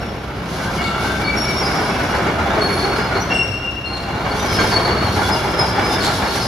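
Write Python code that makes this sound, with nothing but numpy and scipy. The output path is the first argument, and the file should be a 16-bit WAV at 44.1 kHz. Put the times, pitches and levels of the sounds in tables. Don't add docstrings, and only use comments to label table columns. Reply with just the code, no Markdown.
import sys
import numpy as np
from scipy import signal
from scipy.fft import rfft, irfft, next_fast_len
from scipy.io import wavfile
from scipy.ndimage import map_coordinates

SR = 44100
rng = np.random.default_rng(int(sys.argv[2]) if len(sys.argv) > 2 else 0)


def wav_out(sig):
    wavfile.write(sys.argv[1], SR, np.round(np.clip(np.atleast_2d(sig).T, -1, 1) * 32767).astype(np.int16))


N = 285327

# [f/Hz, t60/s]
SHED_DECAY = [(100, 0.44), (1000, 1.8), (2800, 1.5), (5000, 1.37), (11000, 0.79)]
# [f/Hz, left-right correlation]
PORT_LIKENESS = [(40, .995), (100, .985), (180, .965), (350, .92), (700, .8), (1400, .6), (2800, .3),
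                 (4500, .42), (6500, .65), (8000, .92), (14000, .93)]
# [f/Hz, lead of left over right/rad]
PORT_LEAD = [(5500, 0), (6630, -.9), (7670, -2.7), (8870, -3.5), (10800, -5.9), (12800, -6.8),
             (13900, -9.4)]
# [t/s, level/dB]
TRACK_EFFORT = [(0, -3), (.27, -10), (.75, -2.5), (1.55, -0.5), (1.8, -0.5), (2.55, 0.65), (2.9, -0.6),
                (3.17, -0.5), (3.36, -2.5), (3.52, -9.5), (3.78, -16), (4.22, -2.5), (4.5, -0.5), (4.63, 3),
                (4.95, 2), (5.3, 0), (5.8, 1.5), (6.47, -2.6)]
# [multiple of crank speed, level/dB]
CRANK_ORDERS = [(1, -71), (2, -35.5), (3, -45.5), (4, -38.5), (9, -47), (21, -46)]
# [f/Hz, level/dB per Hz]
BLOCK_SPECTRUM = [(20, -36), (45, 4), (70, 5), (125, -25), (190, -9.5), (300, 0.5), (500, -6.5),
                  (900, -8.5), (1400, -10), (2000, -13.5), (4000, -21), (8000, -38.5)]
# [t/s, f/Hz]
MOTOR_PITCH = [(0.4, 171), (3.6, 172.8), (4.3, 196.5), (6.47, 205)]
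# [start t/s, length/s, level/dB]
MOTOR_STRAINS = [(.4, 0.35, -28)]
# [start t/s, length/s, level/dB]
FRAME_LURCHES = [(2.14, 0.051, -28), (2.34, 0.039, -24), (3.35, 0.19, -30), (4.89, 0.29, -24),
                 (5.58, 0.078, -33)]
# [start t/s, length/s, level/dB]
CHAIN_TUGS = [(2.5, 0.41, -29.5), (4.22, 1, -32.5)]
# [t/s, f/Hz, level at full travel/dB]
GRIND_NOTE = [(0, 656, -39), (.8, 687, -37), (1.4, 740, -40), (2.5, 764, -38), (5.0, 817, -37),
              (5.2, 851, -27), (5.9, 834.7, -30.5), (6.47, 818, -31.5)]
# [start t/s, length/s, level/dB]
SANDY_PATCHES = [(.42, 0.33, -34), (.92, 0.27, -32.5), (1.28, 0.9, -35.5), (2.58, 0.39, -35),
                 (4.25, 0.15, -33), (4.42, 0.31, -29.5), (4.97, 0.49, -31.5), (5.53, 0.14, -35),
                 (5.79, 0.38, -31), (6.24, .23, -29.5)]
# [f/Hz, level/dB per Hz]
SAND_SPECTRUM = [(1000, -36), (2500, 5), (4000, 7.5), (5500, 8), (7000, -0.5), (8500, 0), (10500, 0.5),
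                 (13000, -9.5), (15500, -17)]
# [middle t/s, length/s, level/dB]
STONE_CRUNCHES = [(0.862, 0.15, -33.5), (3.662, 0.015, -48), (3.718, 0.024, -43), (3.975, 0.028, -35),
                  (4.031, 0.022, -37), (5.35, 0.024, -35), (6.05, 0.097, -24), (6.37, .12, -37)]
# [f/Hz, level/dB per Hz]
STONE_SPECTRUM = [(1200, 0), (2800, -7), (4100, 4), (6000, -12), (7500, -4), (12000, -21)]
# [f/Hz, level/dB per Hz]
FRAME_SPECTRUM = [(20, -31), (40, -12), (60, -13.5), (95, -2.5), (150, -3.5), (200, -1.5), (290, -10),
                  (600, -18.5), (2000, -80)]
# [f/Hz, level/dB per Hz]
CLACK_SPECTRUM = [(120, -21), (260, -5.5), (390, -5.5), (560, -5), (800, -3.5), (1130, -6), (1500, -4.5),
                  (1900, -11), (2280, -7), (2700, -29.5), (4200, -33), (6000, -29), (8000, -35),
                  (14000, -59)]
# [f/Hz, width/Hz, relative level/dB]
SHOE_MODES = [(388, 89, -0.5), (1384, 83, -2.5), (2280, 25, -2), (2635, 32, -6), (2853, 130, 2.5),
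              (3240, 34, 1.5), (3423, 33, 1.5), (3686, 42, -2), (4046, 41, 0), (4405, 45, -2),
              (4930, 50, -5)]
# [t/s, relative level/dB, f of the ring/Hz, rise time constant/ms]
SHOE_DROPS = [(0.59, -14, 645, 17), (0.70, -18, 690, 17), (0.8, -14, 703, 15), (1.04, -18.5, 819, 4),
              (1.188, -13, 836, 13), (1.335, -12.5, 817, 10), (1.612, -11, 790, 10), (1.66, -12, 1430, 12),
              (1.736, -7, 704, 18), (1.782, -16, 1414, 2.1), (1.855, -17, 719, 15), (1.889, -13, 406, 5),
              (1.99, -11, 1480, 8.5), (2.028, -10, 833, 12), (2.132, -7, 843, 19), (2.185, -10, 700, 14),
              (2.258, -3, 391, 29), (2.38, -9, 1400, 14), (2.455, -10.5, 782, 8.5), (2.538, -11, 785, 11),
              (2.572, -10, 643, 9), (2.686, -7, 397, 20), (2.84, -6.5, 804, 19), (2.92, -15, 1404, 19),
              (2.982, -9, 420, 10), (3.11, -9, 1440, 13.6), (3.15, -12, 382, 5.1), (3.296, -8, 708, 19),
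              (3.915, -17.5, 803, 17), (4.074, -11.5, 792, 19), (4.142, -19, 843, 3),
              (4.239, -9.5, 750, 18), (4.31, -15.5, 823, 6.9), (4.42, -11, 825, 14),
              (4.587, -6.5, 1590, 5.9), (4.638, -15, 880, 7.5), (4.72, -12, 1383, 7),
              (4.875, -12, 893, 7.4), (4.962, -14, 623, 6), (5.16, -10.5, 823, 6.9), (5.212, -10, 1406, 12),
              (5.285, -9.5, 843, 8.4), (5.436, -15.5, 820, 8), (5.59, -11, 786, 10),
              (5.78, -11.5, 805, 9.7), (5.975, -13, 1455, 12), (6.064, -9, 824, 9.5),
              (6.217, -8.5, 871, 13), (6.35, -11.5, 790, 11)]
# [start t/s, length/s, f/Hz, relative level/dB, shed send/dB, scale of the pitch flutter/Hz]
PIN_SQUEALS = [(0.0, 0.085, 5460, -44, -2, 13), (0.645, 0.067, 1580, -31, -4, 17),
               (0.774, 0.089, 2207, -29, 1, 9.7), (0.775, 0.051, 2880, -31, -1, 33),
               (.82, 0.13, 2784, -40, 3, 17), (0.828, 0.043, 4440, -32, -4, 14),
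               (0.822, 0.073, 3570, -38, -1, 15), (0.847, 0.084, 1348, -27, -2, 10),
               (1.04, 0.15, 1550, -27.5, -5, 11.5), (1.05, .15, 3570, -42.5, 1.5, 16.5),
               (1.209, 0.064, 2287, -28, -5, 6.4), (1.266, 0.054, 2285, -20, -6.5, 6.1),
               (1.321, 0.037, 2285, -25, -9, 6.5), (1.24, 0.086, 4405, -28, -10, 8),
               (1.362, 0.1, 5538, -25, -0.5, 17.8), (1.449, 0.09, 2266, -26.5, -4.5, 8.2),
               (1.55, 0.072, 5470, -30.5, 2.5, 13), (1.625, 0.058, 4990, -23.5, -5, 13),
               (1.757, 0.046, 5560, -34, -3, 10), (1.82, 0.047, 5480, -34, 1, 15),
               (1.792, .09, 10280, -46, 2, 29), (2.1, 0.045, 5560, -38, -10, 14),
               (1.36, .1, 11000, -46, 2, 46), (1.901, 0.057, 2600, -34, -2, 14),
               (2.608, 0.067, 4360, -20, -4, 9.1), (2.621, 0.11, 11100, -49, 7, 35),
               (2.73, 0.13, 4370, -30.5, 1.5, 12), (2.72, 0.081, 10800, -40, -5, 43),
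               (2.952, 0.11, 5040, -40, -1, 10), (3.14, 0.081, 4330, -31, -8, 27),
               (3.2, 0.042, 5860, -28, -6, 12), (3.297, 0.056, 2747, -23.5, 3, 9.7),
               (3.343, 0.033, 2763, -14.5, -5.5, 14), (3.382, 0.052, 2753, -16, -4.5, 10),
               (3.304, 0.15, 5486, -32, -1, 20), (3.335, 0.048, 7980, -40, 8, 21),
               (3.519, 0.19, 2781, -31, 1.5, 6.1), (3.68, 0.15, 2766, -36, -1, 7.4),
               (3.819, 0.24, 2762, -36.5, -13, 7), (3.85, 0.097, 4250, -31, -4, 4.4),
               (3.928, 0.041, 4290, -27.5, -5, 26), (3.96, 0.058, 4250, -33, -7, 13),
               (3.955, 0.045, 4080, -37, -4, 30), (4.305, 0.037, 4460, -28, -11, 22),
               (4.38, 0.1, 5950, -37, 1, 20), (4.395, 0.053, 3670, -31, -8, 11),
               (4.477, 0.13, 5153, -30, -2.5, 19), (4.497, 0.17, 3230, -39, -1, 9.6),
               (4.578, 0.075, 4380, -26, -7, 5.4), (4.587, .04, 6640, -34, -6, 20),
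               (4.713, 0.043, 4440, -22, 0.5, 10.5), (4.749, 0.038, 4422, -16, -7, 18),
               (4.786, 0.02, 4394, -24, -9, 12), (4.842, 0.031, 4420, -20, -11, 9.5),
               (4.925, 0.13, 4390, -34.5, 3.5, 13.6), (5.15, 0.13, 4400, -38.5, -12, 13),
               (4.52, .035, 2200, -26.5, -9, 20), (5.355, 0.039, 2830, -30, -7, 14),
               (5.069, 0.033, 4160, -29, -8, 29), (5.224, 0.064, 3396, -30.5, -3, 9),
               (5.312, 0.038, 5080, -19.5, -5.5, 14), (5.45, 0.12, 5170, -38, -2, 10),
               (5.58, 0.06, 5104, -20, -4.5, 13), (5.836, 0.12, 5094, -28.5, 0.5, 16.2),
               (5.895, 0.087, 3580, -30.5, -9, 17), (5.998, 0.098, 4350, -25.5, -8, 13),
               (6.27, 0.12, 4340, -31.5, -1, 13.6), (6.395, 0.035, 4365, -24, -5, 10),
               (6.32, 0.065, 5990, -36, -1, 28), (6.405, 0.079, 5076, -27, -3, 12)]

DRIVE_DB, DRIVE_GROWS = -37.5, 1
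BOOM_DB, BOOM_GROWS = -38, 1
GRIND_GROWS = 1
SAND_DB, SAND_GROWS = -42.5, 0.6
RUMBLE_DB, RUMBLE_GROWS = -25.5, 0.66
CLATTER_DB = -22.5
SQUEAK_DB = -38

CRANK_HZ = 32.46
BOOM_HZ, GROAN_HZ = 95.4, 405.6
LINK_RATE = 7.1
GRIND_PULSE = 0.77
LOAD_ATTACK_S, LOAD_RELEASE_S = 0.035, 0.1
SAND_ATTACK_S = 0.12
STONE_CRACKS_PER_S, STONE_ECHO_DB = 1400, -2
KNOCK_LOW_HZ, KNOCK_OCTAVES = 300.3, 2.6
PIN_CATCH_S, PIN_RELEASE_S = 0.011, 0.016
OCTAVE_DB = -19
SQUEAK_FLUTTER_HZ = 33.8
SQUEAL_LEFT_DB, ECHO_LEFT_DB = 4, 3
TOP_HZ = 15900


def amp(db):
    return 10 ** (np.asarray(db) / 20)


def unit(x):
    return x / np.sqrt(np.mean(x ** 2) + 1e-20)


def along(points, hz):
    f, v = np.transpose(points)
    return np.interp(np.log(hz + 1), np.log(f + 1), v)


def curves(rows):
    s, *columns = np.transpose(rows)
    return [np.interp(np.arange(N) / SR, s, column) for column in columns]


def wobble(rate):
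    knots = rng.standard_normal(int(N * rate / SR) + 4)
    return map_coordinates(knots, [np.arange(N) * rate / SR])


def filtered(x, response):
    size = next_fast_len(N + SR // 2)
    spectrum = rfft(x, size) * response(np.fft.rfftfreq(size, 1 / SR))
    return irfft(spectrum, size)[..., :N]


def coloured(x, spectrum):
    return unit(filtered(x, lambda hz: amp(along(spectrum, hz))))


def add(track, s, sound):
    start = int(np.clip(round(s * SR), 0, N - 1))
    track[..., start:start + sound.shape[-1]] += sound[..., :N - start]


def contacts(rate, spread_db):
    hits = rng.random(N) < rate / SR
    return hits * amp(spread_db * np.clip(rng.standard_normal(N), -2, 1))


def effort(db, grows=1):
    return amp(db + grows * curves(TRACK_EFFORT)[0])


def loads(rows, attack_s):
    t = np.arange(N) / SR
    gain = np.zeros(N)
    for s, length, db in rows:
        rise = np.clip((t - s) / attack_s, 0, 1)
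        fall = np.exp(-np.maximum(t - s - length, 0) / LOAD_RELEASE_S)
        gain += amp(db) * rise * fall
    return gain


def shed(x, count=16):
    x, wet = np.atleast_2d(x), np.zeros((2, N))
    hz, t = np.fft.rfftfreq(256, 1 / SR), np.arange(450) * 128 / SR
    fade = amp(-60 * t / along(SHED_DECAY, hz)[:, None])
    for part in np.array_split(np.arange(N), count):
        phases = np.exp(2j * np.pi * rng.random((2, *fade.shape)))
        tail = signal.istft(fade * phases, SR)[1]
        tail = tail / np.linalg.norm(tail[0])
        add(wet, part[0] / SR, signal.fftconvolve(x[:, part], tail, axes=1))
    return wet


def ports(pair):
    def weights(hz):
        turn = np.arccos(np.clip(along(PORT_LIKENESS, hz), -1, 1)) / 2
        return np.array([np.cos(turn), np.sin(turn)])

    mid, side = filtered(pair, weights)
    return np.array([mid + side, mid - side])


def resonance(hz, width_hz):
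    rub = unit(filtered(rng.standard_normal((2, 2, N)), lambda f: 1 / (1 + (f / width_hz) ** 4)))
    phase = 2 * np.pi * np.cumsum(hz) / SR
    return ports(rub[0] * np.cos(phase) + rub[1] * np.sin(phase))


def engine():
    crank = 2 * np.pi * np.cumsum(CRANK_HZ * (1 + 0.0046 * wobble(3))) / SR
    tones = np.zeros(N)
    for k, db in CRANK_ORDERS:
        level = amp(db + 1.3 * wobble(4)) * np.sqrt(2)
        tones += level * np.sin(k * crank + 2 * np.pi * rng.random())
    beat = 1 + 0.09 * np.cos(2 * crank) + 0.2 * np.cos(crank)
    block = coloured(beat * rng.standard_normal((2, N)), BLOCK_SPECTRUM)
    return tones + amp(-32.0) * ports(block)


def drive():
    hz, = curves(MOTOR_PITCH)
    phase = 2 * np.pi * np.cumsum(hz * (1 + 0.004 * wobble(9.9))) / SR
    level = np.hypot(effort(DRIVE_DB, DRIVE_GROWS), loads(MOTOR_STRAINS, LOAD_ATTACK_S))
    return level * amp(1.2 * wobble(5.6)) * np.sin(phase)


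def boom():
    level = np.hypot(effort(BOOM_DB, BOOM_GROWS), loads(FRAME_LURCHES, LOAD_ATTACK_S))
    return level * resonance(np.full(N, BOOM_HZ), width_hz=23.0)


def groan():
    level = loads(CHAIN_TUGS, LOAD_ATTACK_S) * amp(2.2 * wobble(10))
    return level * resonance(np.full(N, GROAN_HZ), width_hz=49)


def grind(link):
    hz, db = curves(GRIND_NOTE)
    swell = 1 + GRIND_PULSE * np.cos(link)
    return effort(db, GRIND_GROWS) * swell * resonance(hz, width_hz=126)


def grit():
    crush = np.hypot(effort(SAND_DB, SAND_GROWS), loads(SANDY_PATCHES, SAND_ATTACK_S))
    grains = contacts(8000, spread_db=4) * rng.standard_normal((2, N))
    grains = unit(grains * amp(2 * wobble(70)))
    grains = (grains + amp(-0.5) * shed(grains)) * amp(1.7 * wobble(35))
    return ports(crush * coloured(grains, SAND_SPECTRUM))


def stones():
    press = np.zeros(N)
    for s, length, db in STONE_CRUNCHES:
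        add(press, s - length / 2, amp(db) * signal.windows.tukey(int(length * SR), .5))
    impulses = contacts(STONE_CRACKS_PER_S, spread_db=3) * rng.standard_normal((2, N))
    cracks = press * coloured(impulses, STONE_SPECTRUM)
    return ports(cracks + amp(STONE_ECHO_DB) * shed(cracks))


def steel(t60, ring_db, hz, note_db, note_t60):
    t = np.arange(SR // 6) / SR
    fade = amp(-60 * t / t60) + amp(ring_db - 60 * t / 0.4)
    note = amp(note_db - 60 * t / note_t60) * np.sin(2 * np.pi * (hz * t + rng.random((2, 1))))
    return rng.standard_normal((2, len(t))) * fade + note


def shoes(blows, ring_db):
    def modes(f):
        return sum(amp(db) * 1j * f * width / (centre * centre - f * f + 1j * f * width)
                   for centre, width, db in SHOE_MODES)

    return coloured(blows, CLACK_SPECTRUM) + amp(ring_db) * unit(filtered(blows, modes))


def tracks(link):
    sizes = contacts(110 * np.maximum(1 + .45 * np.cos(link), 0), spread_db=0.5)
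    knocks = np.zeros((2, N))
    for i in np.flatnonzero(sizes):
        hz = KNOCK_LOW_HZ * 2 ** (KNOCK_OCTAVES * rng.random())
        knock = steel(t60=0.041, ring_db=-13.0, hz=hz, note_db=-7.5, note_t60=0.066)
        add(knocks, i / SR, sizes[i] * knock)
    knocks = knocks + amp(0.5) * shed(knocks)
    clatter = effort(CLATTER_DB) * shoes(knocks, ring_db=-11.5)
    roll = coloured(rng.standard_normal((2, N)), FRAME_SPECTRUM)
    rumble = effort(RUMBLE_DB, RUMBLE_GROWS) * roll
    return ports(clatter + rumble)


def clanks():
    blows = np.zeros((2, N))
    for s, db, hz, rise_ms in SHOE_DROPS:
        slap = steel(t60=0.2, ring_db=-26.0, hz=hz, note_db=-9, note_t60=0.12)
        rise = 1 - np.exp(-np.arange(slap.shape[1]) / SR / (rise_ms / 1000))
        add(blows, s, amp(db) * slap * rise)
    blows = blows + amp(-7.0) * shed(blows)
    return amp(-26.5) * ports(shoes(blows, ring_db=-16.5))


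def cry(length, hz, octave_db, waver):
    t = np.arange(int(length * SR)) / SR

    def flutter(rate):
        return map_coordinates(rng.standard_normal(256), [t * rate], mode="wrap")

    bend = flutter(42.9) + 2.32 * flutter(396.5)
    phase = 2 * np.pi * np.cumsum(hz * (1 + waver * (bend - bend.mean()))) / SR
    overtone = (2 * hz < TOP_HZ) * amp(octave_db) * np.sin(2 * phase)
    tone = np.sin(phase) + overtone
    grip = amp(2.2 * flutter(110))
    envelope = np.clip(t / PIN_CATCH_S, 0, 1) * np.clip((length - t) / PIN_RELEASE_S, 0, 1)
    return unit(tone * grip) * envelope


def leftward(db):
    return amp([[db / 2], [-db / 2]])


def squeals(count=130):
    direct, sent = np.zeros((2, N)), np.zeros(N)
    for s, length, hz, db, echo_db, flutter_hz in PIN_SQUEALS:
        sound = amp(db) * cry(length, hz, OCTAVE_DB, flutter_hz / hz)
        add(direct, s, sound * leftward(SQUEAL_LEFT_DB))
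        add(sent, s, amp(echo_db) * sound)
    rolling = effort(SQUEAK_DB)
    pitches = [hz for hz, _, _ in SHOE_MODES if 2000 < hz < 6000]
    for when, mode, detune, size in rng.random((count, 4)):
        hz = pitches[int(mode * len(pitches))] * (.98 + .04 * detune)
        level = rolling[int(when * N)] * amp(-5 * size)
        sound = level * cry(.07, hz, octave_db=-20, waver=SQUEAK_FLUTTER_HZ / hz)
        add(direct, when * N / SR, sound)
        add(sent, when * N / SR, amp(-10) * sound)
    echo = ports(shed(sent)) * leftward(ECHO_LEFT_DB)
    return amp(-2.0) * direct + echo


def scene():
    link = 2 * np.pi * np.cumsum(LINK_RATE * (1 + .04 * wobble(2))) / SR
    machine = engine() + drive()
    undercarriage = boom() + groan() + grind(link) + tracks(link) + clanks()
    mix = machine + undercarriage + grit() + stones() + squeals()
    sides = np.array([[1], [-1]])
    return filtered(mix, lambda hz: np.exp(.5j * along(PORT_LEAD, hz) * sides))


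def record(dry):
    return filtered(dry, lambda hz: hz < TOP_HZ)


dry = scene()
out = record(dry)
wav_out(out)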